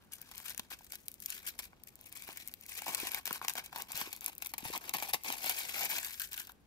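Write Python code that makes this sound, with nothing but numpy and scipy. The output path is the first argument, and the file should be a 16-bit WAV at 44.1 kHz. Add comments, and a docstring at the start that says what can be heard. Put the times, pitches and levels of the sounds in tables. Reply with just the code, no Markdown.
"""A small quiet room: close to a stereo microphone, two hands peel thin foil off a chocolate egg and crumple it.
Creases snap through as short noise bursts with a few ringing modes; small ridges tick.
Around the snaps, random trains of tiny buckles gate noise into a rustle over a faint sliding hiss.
The foil sounds in three registers: sharp ridges tick, the facets between them crackle, the loose sheet flexes.
Damped sines make soft flaps; moving palms, near reflections, a faint tail, rumble and hiss surround it all."""
import sys
import numpy as np
from scipy import signal
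from scipy.fft import rfft, irfft
from scipy.io import wavfile
from scipy.ndimage import map_coordinates

SR = 44100
rng = np.random.default_rng(int(sys.argv[2]) if len(sys.argv) > 2 else 0)


def store_wav(level_fs):
    """Save 16-bit WAV to argv[1]."""
    pcm = np.round(np.clip(np.atleast_2d(level_fs), -1, 1) * 32767)
    wavfile.write(sys.argv[1], SR, pcm.T.astype(np.int16))


N = 293706

# Room rumble and microphone hiss. Each row: frequency in Hz, relative level in dB per Hz.
ROOM_TONE = [(15, -20), (50, 3.5), (140, -4), (220, -2), (500, -12), (1200, -19), (3500, -27.5),
             (15000, -38.5)]
# The left port faces the foil, the right is shaded. Each row: frequency in Hz, right port gain in dB.
RIGHT_SHADE = [(100, -9), (800, -1.5), (1400, -3.5), (2400, -1), (4500, -1.5), (7000, -5), (10000, -9.5),
               (14500, -12.5)]
# How much of the right port comes straight from the foil.
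# Each row: frequency in Hz, direct amplitude share from 0 to 1.
DIRECT_SHARE = [(100, 0.96), (900, 0.55), (2400, 0.69), (4000, 0.54), (7000, 0.07), (15000, 0.35)]
# The hands around the foil. Each row: time in seconds, how closed from 0 to 1,
# delay to the right port in ms.
HANDS = [(0, 0.59, 0.087), (.9, 0.26, 0.13), (1.5, 0.18, 0.15), (2.6, 0.02, 0.11), (3.5, 0.26, 0.11),
         (4.3, 0.11, 0.17), (5.2, 0.01, 0.19), (6.0, 0.18, 0.13), (6.25, 0.57, .14), (6.66, 0.7, 0.15)]
# The hollow of a fully closed hand. Each row: frequency in Hz, gain in dB.
HAND_HOLLOW = [(400, -15), (900, 5.5), (1200, 5.5), (1600, 16.5), (2150, -9), (3000, 6), (5500, 2)]
# The loose sheet flaps or a finger bumps the egg.
# Each row: start in seconds, level in dB before a common trim, pitch in Hz.
FLAP_EVENTS = [(0.594, -41, 211), (3.032, -31.5, 355), (3.945, -44.5, 146), (4.074, -36.5, 380),
               (4.63, -38.5, 255), (4.656, -39.5, 129), (4.702, -31, 435), (5.14, -38.5, 316)]
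# Colour of the foil. Each row: frequency in Hz, relative level in dB per Hz.
FOIL_COLOUR = [(100, -17.5), (300, -12), (580, -9.5), (780, -5), (1020, -5.5), (1300, -12), (1700, -7.5),
               (2000, -3.5), (2350, 2), (3000, -5.5), (4500, -6.5), (7000, -7), (10000, -6.5), (14300, 0),
               (15800, -11)]
# Heft says how large a part of the foil moves: below 0 a few bright ridges, above 0 the loose sheet.
# Registers, from ridges to sheet. Each row: low edge in Hz, high edge in Hz, buckle decay in ms,
# rustle trim in dB, snap trim in dB, dB gained per dB of heft.
FOIL_REGISTERS = [(5880, 16000, 2.2, 0.5, -1.5, -0.33), (1426, 6000, 4.4, -2, -7, -0.0957),
                  (129.8, 1378, 0.67, -10, -14.5, 0.683)]
# Light rubbing of the foil held between pulls, as a curve.
# Each row: time in seconds, level in dB before heft and trim, heft in dB.
GRIP_CURVE = [(0.1, -69.5, 12), (0.29, -57.5, 0.5), (0.55, -62.5, 4), (0.68, -73, 3.5), (0.77, -61.5, -7),
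              (1.19, -69.5, -33), (1.41, -57, 3.5), (1.74, -72, 9), (1.9, -70, 7), (2.37, -53.5, -2),
              (2.55, -61, -4), (2.82, -50.5, -2.5), (3.3, -66.5, 9), (5.225, -61.5, -0.5),
              (5.26, -46.5, 1.5), (6.06, -43.5, -5.5), (6.29, -62, -18), (6.5, -59, 2), (6.56, -80.5, 1)]
# The fingers pull at the foil, and at the end squeeze it.
# Each row: start in seconds, length in seconds, level in dB before heft and trim, heft in dB.
PULL_EVENTS = [(0.117, 0.033, -56.5, -40), (0.36, 0.055, -53, -3), (0.437, 0.081, -48, -3),
               (0.7, 0.033, -46, 3), (0.926, 0.021, -48.5, -5), (1.219, 0.016, -54.5, -27),
               (1.278, 0.097, -49, -7.5), (1.462, 0.022, -42.5, -14), (1.576, 0.026, -54, -13),
               (1.617, 0.031, -48.5, -9), (1.867, 0.017, -61, -28), (2.03, 0.0052, -66.5, -26),
               (2.053, 0.0083, -59, -24), (2.15, 0.092, -52, -10), (2.271, 0.045, -50, 4),
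               (2.403, 0.0082, -47.5, -6), (2.45, 0.021, -56.5, -15), (2.678, 0.072, -51, -14.5),
               (2.76, .028, -42.5, -1.5), (2.858, 0.095, -42, 5.5), (2.967, 0.11, -42, 2.5),
               (3.105, 0.082, -43.5, 3.5), (3.266, 0.098, -44.5, 2), (3.414, 0.043, -47, 5.5),
               (3.478, 0.017, -37.5, -1), (3.552, 0.041, -43, 8), (3.637, 0.029, -54, -8),
               (3.715, 0.024, -55, 16), (3.742, 0.079, -45, 8), (3.881, 0.095, -49, 6),
               (3.943, .075, -40.5, 2.5), (4.027, 0.058, -45.5, 5), (4.104, 0.072, -53.5, -1),
               (4.211, 0.082, -47.5, 5.5), (4.412, 0.057, -55.5, -6), (4.488, 0.0088, -48.5, -11),
               (4.577, 0.084, -51.5, 4), (4.636, .075, -44.5, -1), (4.725, 0.035, -38, 6.5),
               (4.806, 0.1, -49, 9), (4.93, 0.13, -45.5, 4), (5.081, 0.024, -43.5, 2),
               (5.129, 0.013, -31, 5), (5.24, .1, -40.5, 4.5), (5.428, .085, -39, -1),
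               (5.579, 0.023, -40, -10.5), (5.737, 0.12, -36.5, 1.5), (5.89, 0.079, -37, 0.5),
               (6.194, 0.061, -46.5, -13.5), (6.308, 0.033, -51.5, -8), (6.355, 0.063, -53.5, -10.5)]
# Small single ridges popping over. Each row: start in seconds, level in dB.
TICK_EVENTS = [(0.2163, -40.5), (0.357, -46), (0.38, -38), (0.4961, -37.5), (0.461, -42), (0.846, -50),
               (1.0829, -33.5), (1.1165, -45), (1.1415, -45.5), (1.2025, -43.5), (1.346, -44),
               (1.8365, -44), (1.9558, -47), (2.012, -47.5), (2.095, -51), (2.126, -41.5), (2.173, -41),
               (2.4759, -35), (2.484, -41), (2.5391, -37), (2.611, -45.5), (2.664, -44.5), (2.7772, -38),
               (3.118, -32), (3.5366, -38), (3.785, -40.5), (3.8213, -34), (3.976, -32), (4.164, -42),
               (4.209, -39.5), (4.2435, -37), (4.282, -36), (4.352, -46), (4.381, -38), (4.47, -34),
               (4.7774, -34), (4.969, -33), (5.236, -39), (5.4744, -45), (5.5513, -49), (5.902, -35),
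               (6.1363, -44), (6.3315, -36), (6.4514, -52), (6.4713, -46), (6.5197, -51.5)]
# Folds collapsing. Each row: start in seconds, level in dB before heft and trim, heft in dB,
# decay in ms before the register stretches it.
SNAP_EVENTS = [(0.314, -43.5, 5.5, 0.96), (0.4014, -43.5, 7, 0.43), (0.5466, -43, 0, 0.86),
               (0.578, -41.5, -27, 0.86), (0.5953, -31.5, 5, 1.2), (0.7169, -44, 18, 0.45),
               (0.808, -57, 25, 0.7), (0.9217, -43.5, -23.5, 0.36), (0.9337, -45, 11, 0.51),
               (0.9548, -44.5, -19, 1.6), (1.2599, -45.5, -51, 1.2), (1.303, -43, -39, 1.5),
               (1.4749, -36, -6.5, 0.94), (1.5901, -32, 0, 3.1), (1.731, -63, 35.5, 0.76),
               (2.222, -44, -11, 1.1), (2.289, -41, 18.5, 1.2), (2.3725, -39.5, -7, 2.4),
               (2.8199, -35.5, 8, 1.2), (2.866, -39.5, 23, 0.9), (2.8807, -29.5, 10, 5.4),
               (2.9476, -29, -16, 1.5), (3.034, -42, 10, 1.9), (3.0706, -32, 0, 1.2),
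               (3.146, -27, -1.5, 0.7), (3.255, -32.5, -10, 2.9), (3.268, -35, 2, 0.4),
               (3.2757, -30.5, 5, 1.5), (3.3083, -33.5, 21.5, 0.86), (3.3283, -38, -29, 1.7),
               (3.4151, -43.5, 32.5, 0.32), (3.448, -33.5, 12, 1.4), (3.4828, -25, 2.5, 0.52),
               (3.4962, -31.5, -4, 1.8), (3.554, -36, 12.5, 0.85), (3.5824, -35, 5, 2),
               (3.728, -41, 18, 1.5), (3.76, -32.5, 10.5, 1.8), (3.9189, -47.5, -46, 1.9),
               (3.9664, -40, -10, 2.4), (4.0138, -30, 12.5, 0.65), (4.1286, -34.5, -4, 2.9),
               (4.2617, -36.5, -33.5, 0.82), (4.422, -32, -0.5, 3.2), (4.4606, -34.5, -1, 2.2),
               (4.5373, -31, 7, 2.2), (4.5808, -31.5, -3, 3.7), (4.6519, -40, 20, 3.9),
               (4.8938, -31.5, -4, .9), (4.9373, -24, 5, 5.4), (4.9467, -29.5, 12.5, 4.2),
               (4.9842, -34, 9, 1.8), (5.024, -28.5, 8.5, 3.4), (5.0324, -35, -6, 1.1),
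               (5.1003, -45, 13, 1.1), (5.1356, -25, -4, 0.67), (5.143, -24.5, 8.5, .8),
               (5.3021, -30.5, 15.5, 0.69), (5.3245, -32.5, -7, 0.88), (5.4426, -31, 8, 1.3),
               (5.495, -23.5, -1.5, 3), (6.047, -39.5, -23, 0.82), (6.2177, -37, -16, 1.8),
               (6.3156, -49.5, -11, 3.2), (6.495, -51, 20.5, 0.41)]

ROOM_TONE_MID_DB = -67   # the part both ports share
PULL_ATTACK_S, RELAX_DB_PER_S = 0.0036, 641   # the foil settles when a pull stops
LIGHT_TOUCH_DB = -46   # here fizz and sparse grains weigh the same
CUTOFF_HZ = 15700
TIME = np.arange(N) / SR
GRID = np.maximum(np.fft.rfftfreq(4096, 1 / SR), 1)   # filter frequencies in Hz


def from_db(db):
    """Decibels to gain."""
    return 10 ** (np.asarray(db) / 20)


def rms_one(x):
    """Scale to unit power."""
    return x / np.sqrt(np.mean(x ** 2) + 1e-20)


def at_hz(points):
    """Read a spectrum table on the filter grid, along log frequency."""
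    hz, value = np.transpose(points)
    return np.interp(np.log(GRID), np.log(hz), value)


def in_time(rows):
    """Each column of a curve table at every sample."""
    s, *columns = np.transpose(rows)
    return [np.interp(TIME, s, c) for c in columns]


def shape(x, gain):
    """Causal (minimum-phase) filter with the given gain per frequency, built by folding the cepstrum."""
    cepstrum = irfft(np.log(np.maximum(gain, 1e-5)))
    half = len(cepstrum) // 2
    cepstrum[1:half] *= 2
    cepstrum[half + 1:] = 0
    response = irfft(np.exp(rfft(cepstrum)))[:half]
    filtered = signal.fftconvolve(np.atleast_2d(x), response[None], axes=1)
    return filtered[:, :N].reshape(np.shape(x))


def drift(rate):
    """Smooth random curve with spread 1 that changes about `rate` times a second."""
    knots = rng.standard_normal(N // 10)
    return rms_one(np.interp(TIME * rate, np.arange(len(knots)), knots))


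def background(alike_hz=900, side_share=0.42):
    """Steady noise: the low rumble is more alike in the two ports than the hiss."""
    gain = rms_one(from_db(at_hz(ROOM_TONE)))
    apart = side_share + (1 - side_share) * GRID / (GRID + alike_hz)
    mid, side = rng.standard_normal((2, N))
    shared = shape(mid, gain)
    opposed = shape(side, gain * apart) * np.array([[1], [-1]])
    return from_db(ROOM_TONE_MID_DB) * (shared + opposed)


def room(x, wet_db=-16, t60=0.031, gap_s=0.0017, dull_hz=7000):
    """Faint, dull reflections from the table and the walls, as decaying noise after a short gap."""
    t = TIME[:SR // 2]
    response = rng.standard_normal((2, len(t))) * from_db(-60 * t / t60) * (t > gap_s)
    response /= np.sqrt(np.sum(response ** 2, axis=1, keepdims=True))
    wet = signal.fftconvolve(x[None], response, axes=1)[:, :N]
    return from_db(wet_db) * shape(wet, 1 / np.sqrt(1 + (GRID / dull_hz) ** 2))


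def ports(direct, scattered, lag_ms):
    """The right port hears the foil later and duller, mixed with sound scattered by the hands."""
    share = at_hz(DIRECT_SHARE)
    late = map_coordinates(direct, [np.arange(N) - lag_ms * SR / 1000], order=3)
    right = shape(late, share) + shape(scattered, np.sqrt(1 - share ** 2))
    return np.array([direct, shape(right, from_db(at_hz(RIGHT_SHADE)))])


def palm_echo(x, strength=0.26, delay_ms=1.0, wander_ms=0.35):
    """A reflection off the moving palms combs the sound with ripples that never stay put."""
    delay = np.maximum(delay_ms + wander_ms * drift(7), .3)
    late = np.arange(N) - delay * SR / 1000
    echo = np.array([map_coordinates(channel, [late], order=3) for channel in x])
    return (x + strength * echo) / np.sqrt(1 + strength ** 2)


def hand_hollow(x, closed):
    """The air in a closing hand colours the foil, blended in by how closed the hand is."""
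    hollow = shape(x, from_db(at_hz(HAND_HOLLOW)))
    return x + closed * (hollow - x)


def flaps(level_db=2.0, cycles=0.94, rise_s=0.00043):
    """A soft push of air, damped by the fingers within about a cycle."""
    out, t = np.zeros(N + SR), TIME[:4096]
    for s, event_db, hz in FLAP_EVENTS:
        start = int(s * SR)
        envelope = np.exp(-t * hz / cycles) * (1 - np.exp(-t / rise_s))
        push = np.sin(2 * np.pi * hz * t) * envelope
        out[start:start + len(t)] += from_db(event_db + level_db) * push
    return out[:N]


def register_gain(low_hz, high_hz):
    """One register's part of the foil colour, with unit power gain."""
    edges = 1 / np.sqrt((1 + (low_hz / GRID) ** 10) * (1 + (GRID / high_hz) ** 10))
    return rms_one(from_db(at_hz(FOIL_COLOUR)) * edges)


def handling(per_heft):
    """Level of the rustle in dB: the grip, plus pulls that rise quickly, hold and die away."""
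    grip_db, grip_heft = in_time(GRIP_CURVE)
    power = from_db(grip_db + per_heft * grip_heft) ** 2
    for start, length, level_db, heft in PULL_EVENTS:
        span = slice(int(start * SR), int((start + length + .5) * SR))
        t = TIME[span] - start
        attack = np.clip(t / PULL_ATTACK_S, 0, 1)
        release = from_db(-RELAX_DB_PER_S * np.maximum(t - length, 0))
        power[span] += (from_db(level_db + per_heft * heft) * attack * release) ** 2
    return 10 * np.log10(power)


def grains(per_s, spread_db):
    """Random single buckles of uneven strength, as energy with mean 1."""
    strength_db = spread_db * np.minimum(rng.standard_normal(N), 1.5)
    energy = (rng.random(N) < per_s / SR) * from_db(strength_db) ** 2
    return energy / np.mean(energy)


def buckles(fine_per_s=2600, fine_db=1.0, pop_per_s=110, pop_db=3.0, clump_db=-0.5, pop_share=.35):
    """Buckle energy: a fizz of tiny buckles in avalanches, and sparse sharper pops."""
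    avalanches = rms_one(from_db(clump_db * drift(170))) ** 2
    # the fingers stick and slip, so the crackle comes in short surges
    surges = rms_one(from_db(2.2 * drift(42))) ** 2
    fizz = (1 - pop_share) * grains(fine_per_s, fine_db) * avalanches
    pops = pop_share * grains(pop_per_s, pop_db)
    return surges * (fizz + pops)


def crackle():
    """Energy of the buckles: a firm pull sets off a dense fizz, a light touch sparse, uneven grains."""
    light = 1 / (1 + from_db(handling(0) - LIGHT_TOUCH_DB) ** 2)
    dense = buckles()
    sparse = buckles(fine_per_s=640, fine_db=6.5, pop_per_s=64, pop_db=4.0, clump_db=5.0)
    return (1 - light) * dense + light * sparse


def fade(power, decay_ms):
    """Spread each burst of energy over an exponential decay; the time is that of its amplitude."""
    r = np.exp(-2000 / (decay_ms * SR))
    return signal.lfilter([1 - r], [1, -r], power + 1e-18)


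def rustle(energy, level_db, low_hz, high_hz, decay_ms, slide=0.03, variety_db=4.0):
    """Buckles over a faint sliding hiss; five pitch bands wander so that buckles differ in pitch."""
    gain = register_gain(low_hz, high_hz)
    place = np.clip(np.log(GRID / low_hz) / np.log(high_hz / low_hz), 0, 1)
    centres = np.linspace(0, 1, 5)
    level, out = from_db(level_db), 0
    for centre in centres:
        band = np.sqrt(np.maximum(1 - abs(place - centre) / centres[1], 0))
        favour = rms_one(from_db(variety_db * np.minimum(drift(250), 1.5))) ** 2
        envelope = np.sqrt(slide + (1 - slide) * fade(energy * favour, decay_ms)) * level
        out = out + shape(rng.standard_normal((2, N)) * envelope, gain * band)
    return out


def cracks(rows, gain, ring=0.34, after_db=3.0, tail_db=-29, tail_ms=10.0, scatter_ms=.35):
    """A sharp break, the crease running on with a few modes of its own, and a faint shiver.

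    Rows hold start in seconds, level in dB, decay in ms. Returns direct and longer scattered sound.
    """
    out, t = np.zeros((2, N + SR)), TIME[:2048]
    weight = np.cumsum(gain ** 2) / np.sum(gain ** 2)
    width = np.mean(gain ** 2) ** 2 / np.mean(gain ** 4)   # share of all frequencies the register fills
    for s, level_db, decay_ms in rows:
        # four modes, likeliest where the register is strong
        hz = np.interp(rng.random((4, 1)), weight, GRID)
        modes = np.sin(2 * np.pi * hz * t).sum(axis=0) * np.sqrt(width)
        decays = decay_ms + np.array([[0], [scatter_ms]])
        running = np.exp(-1000 * t / decays)
        breaking = running ** 4
        shiver = from_db(tail_db) * np.exp(-1000 * t / tail_ms)
        envelope = breaking + from_db(after_db) * running + shiver
        burst = (rng.standard_normal((2, len(t))) + ring * modes) * envelope
        energy = np.mean(abs(rfft(burst, 2 * len(t)) * gain) ** 2, axis=1, keepdims=True)
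        start = int(s * SR)
        # levels are rms over five milliseconds
        out[:, start:start + len(t)] += from_db(level_db) * burst * np.sqrt(.005 * SR / energy)
    return shape(out[:, :N], gain)


def ticks(decay_ms=0.42, low_hz=8500, slope=1.4):
    """A single ridge is so small that its tick thins out towards the low notes."""
    gain = register_gain(860, 19700) * np.minimum(GRID / low_hz, 1) ** slope
    return cracks([(s, level_db, decay_ms) for s, level_db in TICK_EVENTS], rms_one(gain))


def snaps(gain, trim_db, per_heft, stretch):
    """Collapsing folds as one register hears them, weighted by heft and lengthened by the stretch."""
    rows = [(s, level_db + trim_db + per_heft * heft, decay_ms * stretch)
            for s, level_db, heft, decay_ms in SNAP_EVENTS]
    return cracks(rows, gain)


def scene():
    """The same buckles drive all three registers, heard through the hands, the ports and the room."""
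    closed, lag_ms = in_time(HANDS)
    energy, foil = crackle(), ticks()
    for k, (low_hz, high_hz, decay_ms, rustle_db, snap_db, per_heft) in enumerate(FOIL_REGISTERS):
        # facets and sheet ring on after the ridge
        stretch = 1.3 if k == 0 else 2.7
        foil += snaps(register_gain(low_hz, high_hz), snap_db, per_heft, stretch)
        foil += rustle(energy, handling(per_heft) + rustle_db, low_hz, high_hz, decay_ms)
    foil = palm_echo(hand_hollow(foil, closed))
    foil[0] += flaps()   # only in the direct sound
    # the far walls leave a faint tail in the pauses
    far_walls = room(foil[0], wet_db=-20, t60=0.32, gap_s=0.0084, dull_hz=6060)
    return ports(*foil, lag_ms) + room(foil[0]) + far_walls + background()


def record(dry):
    """A steep elliptic low-pass cuts the top."""
    top_cut = signal.ellip(10, .2, 70, CUTOFF_HZ, fs=SR, output="sos")
    return signal.sosfilt(top_cut, dry)


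dry = scene()
out = record(dry)
store_wav(out)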